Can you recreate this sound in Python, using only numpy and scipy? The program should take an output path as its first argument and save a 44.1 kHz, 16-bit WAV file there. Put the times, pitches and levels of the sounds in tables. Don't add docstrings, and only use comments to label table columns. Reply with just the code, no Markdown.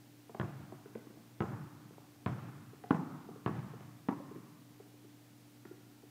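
import sys
import numpy as np
from scipy import signal
from scipy.fft import rfft, irfft, next_fast_len
from scipy.io import wavfile

SR = 44100
rng = np.random.default_rng(int(sys.argv[2]) if len(sys.argv) > 2 else 0)


def amplitude_ratio(level_db):
    exponent = np.asarray(level_db, float) / 20
    return 10 ** exponent


def wav_out(sig):
    wavfile.write(sys.argv[1], SR, np.round(np.clip(np.atleast_2d(sig).T, -1, 1) * 32767).astype(np.int16))


N = 269406

# pitch in Hz, level in dB rms.
HUM_TONES = [(118, -92.5), (120, -64), (236, -75.5), (295.5, -64.5)]
# frequency in Hz, level in dB per Hz.
NOISE_COLOUR = [(24, -27), (40, -16), (64, -24), (85, -16), (109, -8), (133, -7), (198, -7), (296, -4.5),
                (343, -10.5), (552, -16.5), (824, -16.5), (1010, -20.5), (5650, -26), (10600, -29.5),
                (15700, -27.5)]
NOISE_DB = -62.5

# frequency in Hz, time to fade by 60 dB in seconds, level in dB.
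HALL_TAIL = [(61, 1.7, -10), (131, 1.5, 11.5), (254, 1.36, 1), (400, 1.02, 0.5), (700, 0.95, 8.5),
             (1150, 1.59, 8.5), (1870, 1.56, 10), (3970, 1.34, 5.5), (8000, 0.57, 39)]

# time in seconds, peak in dB, tile pitch in Hz, sole over peak in dB.
HEEL_STEPS = [(0.296, -50.5, 404, -3), (0.348, -46, 394, 1), (1.102, -54.5, 382, -18),
              (1.171, -54, 340, -11), (1.981, -54.5, 372, -0.5), (2.733, -52, 406, -24),
              (3.289, -46.5, 400, -10), (3.736, -51, 440, -7), (4.801, -52.5, 400, -15),
              (4.941, -60, 410, -20), (5.712, -47.5, 360, -20), (6.033, -55.5, 383, -18)]
# time in seconds, peak in dB, tile pitch in Hz, sole over peak in dB.
TOE_TAPS = [(1.07, -52.5, 310, -13.5), (1.909, -53.5, 360, -13), (3.36, -50.5, 434, -19),
            (4.255, -67, 350, 8), (4.312, -47, 395, -23), (4.359, -47.5, 300, -17),
            (5.046, -56.5, 377, -22)]
# time in
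# seconds, peak in dB, tile pitch in Hz, sole over peak in dB, snap over peak in dB.
EDGE_STEPS = [(0.723, -48.5, 374, -1, -12), (0.858, -50.5, 424, -20, -1), (0.953, -40.5, 414, -23, -5),
              (2.839, -51, 403, 1, 5.5), (3.807, -52.5, 344, -9, 2), (4.197, -52.5, 560, -3.5, -12),
              (5.653, -49, 306, -10, 0)]

# time in seconds, thump in dB, skin slap over thump in dB,
# low air ring in Hz, high air ring in Hz.
DRIBBLES = [
    (0.3973, -39.5, 3, 704, 1400),
    (1.4047, -36, -2.5, 830, 1370),
    (2.2611, -36.5, 4, 750, 1370),
    (3.461, -36, 2.5, 790, 1230),
]
# time in seconds, thump in dB, skin slap over thump in dB,
# low air ring in Hz, high air ring in Hz.
CATCHES = [
    (2.9070, -27.5, -11, 794, 1375),
    (4.0858, -34.5, -15, 960, 1230),
    (4.0905, -39, -25, 996, 1200),
]
# thump in Hz, boom share of the thump, knock in Hz, then dB over the thump for
ON_FLOOR = (117.5, 0.37, 326.5, 8, 4.5, 4, 1, -22)
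# thump in Hz, boom share, knock in Hz, then knock, low, high, top, ping in dB.
IN_HANDS = (279, 0.26, 358, 4.5, 4, 1.8, -3.5, -19.5)
# thump, knock, air and slap, all in dB.
FLOOR_TAIL = (1.8, 6, 2, 1.7)
# thump, knock, air and slap, all in dB.
HANDS_TAIL = (0.92, -1.6, -2.1, -1)
# extra path in metres, level against the blow in dB, dulling in Hz.
FLOOR_ECHOES = [(4.93, -8, 3000), (10.61, -9, 690), (15.44, -21, 1600), (69, -20, 190)]
# extra path in metres, level against the blow in dB, dulling in Hz.
HANDS_ECHOES = [(7, -9.5, 1160), (12.5, -11, 2500), (17, -24, 690)]

FAR_WALL_M, NEARING_M_PER_S, NEAREST_M = 51, 12.5, 34.3
FAR_WALL_DB, FAR_WALL_HZ = -25, 1590
SOUND_M_PER_S = 343


def rms_one(x):
    return x / np.sqrt(np.mean(x ** 2) + 1e-20)


def peak_one(x):
    return x / np.abs(x).max()


def at_hz(points, hz, column=1):
    table = np.array(points)
    return np.interp(np.log(hz + 1), np.log(table[:, 0]), table[:, column])


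def add(track, sound, s):
    i = max(round(s * SR), 0)
    track[i:i + len(sound)] += sound[:N - i]


def filtered(x, order, hz, kind="low"):
    return signal.sosfilt(signal.butter(order, hz, kind, fs=SR, output="sos"), x)


def contact(length_s, rough, soft_hz):
    t = np.arange(SR * 15 // 100) / SR
    force = rough * rng.standard_normal(len(t)) * np.exp(-t / length_s)
    force[0] += 1
    return -filtered(force, 2, soft_hz)


def ring(force, hz, t60):
    decay = amplitude_ratio(-60 / (t60 * SR))
    turn = 2 * np.pi * hz / SR
    return peak_one(signal.lfilter([1, 0, -1], [1, -2 * decay * np.cos(turn), decay ** 2], force + 1e-18))


def hall_response(build_s, sources=((1,),)):
    t = np.arange(SR * 5 // 4) / SR
    hz = np.fft.rfftfreq(len(t), 1 / SR)
    colour = np.sqrt(np.sum(np.abs(rfft(sources, len(t))) ** 2, axis=0))
    noise = colour * rfft(rng.standard_normal(len(t)))
    tail = np.zeros(len(t))
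    for centre in 50 * 2 ** np.arange(0, 7.6, 0.5):
        share = np.clip(1 - 2 * np.abs(np.log2((hz + 1) / centre)), 0, 1)
        fade_db = at_hz(HALL_TAIL, centre, column=2) - 60 * t / at_hz(HALL_TAIL, centre)
        tail += irfft(noise * share, len(t)) * amplitude_ratio(fade_db)
    flutter_db = 1.7 * np.interp(t, np.arange(80) / 60, rng.standard_normal(80))
    build_up = 1 - np.exp(-(t / build_s) ** 2)
    return tail * amplitude_ratio(flutter_db) * build_up / np.sqrt(SR)


def hum():
    t = np.arange(N) / SR
    waver_db = 1.26 * np.interp(t, np.arange(40) / 6, rng.standard_normal(40))
    out = np.zeros(N)
    for hz, db in HUM_TONES:
        tone = np.sin(2 * np.pi * (hz * t + rng.random()))
        out += np.sqrt(2) * amplitude_ratio(db + waver_db) * tone
    return out


def air_and_hiss():
    size = next_fast_len(N)
    colour = amplitude_ratio(at_hz(NOISE_COLOUR, np.fft.rfftfreq(size, 1 / SR)))
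    noise = irfft(rfft(rng.standard_normal(size)) * colour, size)[:N]
    return amplitude_ratio(NOISE_DB) * rms_one(noise)


def footfall(peak_db, tile_hz, sole_db, snap_db, sole_hz):
    heel = contact(0.0055, 0.49, soft_hz=457)
    sole = contact(0.0044, 0.2, soft_hz=1600)
    edge = contact(0.004, 0.5, soft_hz=3000)
    knock = amplitude_ratio(peak_db + 6.5) * ring(heel, tile_hz, 0.033)
    thud = amplitude_ratio(peak_db - 5.5) * ring(heel, 228, 0.19)
    clack = amplitude_ratio(peak_db + sole_db + 8) * ring(sole, sole_hz, 0.023)
    snap = amplitude_ratio(peak_db + snap_db) * ring(edge, 1400, 0.003)
    return knock + thud + clack + snap


def steps():
    landings = [(*row, -22, 727) for row in HEEL_STEPS]
    landings += [(*row, -9, 1110) for row in TOE_TAPS]
    landings += [(*row, 730) for row in EDGE_STEPS]
    out = np.zeros(N)
    for s, *settings in landings:
        add(out, footfall(*settings), s - 0.001)
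    wall_delay = SR // 45
    out[wall_delay:] += amplitude_ratio(-13.5) * out[:-wall_delay]
    return out + signal.fftconvolve(out, hall_response(0.0066))[:N]


def bounce_parts(row, kind, rough):
    s, thump_db, slap_db, low_hz, high_hz = row
    thump_hz, boom, knock_hz, knock_db, low_db, high_db, top_db, ping_db = kind
    push = ring(contact(0.001, rough / 4, soft_hz=280), thump_hz, 0.036)
    push = push + boom * ring(contact(0.0086, rough / 4, soft_hz=340), 189.6, 0.063)
    knock = ring(contact(0.0026, rough, soft_hz=695), knock_hz, 0.029)
    force = contact(0.0087, rough, soft_hz=2700)
    air = amplitude_ratio(low_db + 3.5) * ring(force, low_hz, 0.0076)
    air = air - amplitude_ratio(high_db + 2.5) * ring(force, high_hz, 0.006)
    air = air + amplitude_ratio(top_db) * ring(force, 1717, 0.0069)
    air = air + amplitude_ratio(ping_db) * ring(force, 1043, 0.19)
    slap = peak_one(filtered(contact(0.0025, 1.2 * rough, soft_hz=2790), 2, [1500, 3400], "band"))
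    return amplitude_ratio(thump_db) * np.array([amplitude_ratio(12) * push, amplitude_ratio(knock_db) * knock, air, amplitude_ratio(slap_db) * slap])


def wall_echo(blow, db, dull_hz):
    smear = rms_one(contact(0.0036, 0.72, dull_hz)[:SR // 100])
    return amplitude_ratio(db) * np.abs(blow).max() * peak_one(signal.fftconvolve(blow, smear))


def ball_blows(rows, kind, tail_db, near_echoes):
    out = np.zeros(N)
    for row in rows:
        s = row[0]
        blow = bounce_parts(row, kind, rough=0.11).sum(axis=0)
        add(out, blow, s + 0.0004)
        spread = amplitude_ratio(np.array(tail_db))[:, None] * bounce_parts(row, kind, rough=0)
        add(out, hall_response(0.013, spread), s)
        far_path_m = max(FAR_WALL_M - NEARING_M_PER_S * s, NEAREST_M)
        for path_m, db, dull_hz in [*near_echoes, (far_path_m, FAR_WALL_DB, FAR_WALL_HZ)]:
            add(out, wall_echo(blow, db, dull_hz), s + path_m / SOUND_M_PER_S)
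    return out


def ball():
    dribbled = ball_blows(DRIBBLES, ON_FLOOR, FLOOR_TAIL, FLOOR_ECHOES)
    caught = ball_blows(CATCHES, IN_HANDS, HANDS_TAIL, HANDS_ECHOES)
    return dribbled + caught


def scene():
    blows = filtered(steps() + ball(), 4, 95, "high")
    blows = filtered(blows, 1, 4200)
    return (hum() + air_and_hiss() + blows)[None]


def low_pass(x):
    return signal.sosfilt(signal.butter(12, 15890, fs=SR, output="sos"), x)


def record(dry):
    mix = signal.sosfilt(signal.cheby2(20, 60, 16020, fs=SR, output="sos"), dry)
    return low_pass(mix)


dry = scene()
out = record(dry)
wav_out(out)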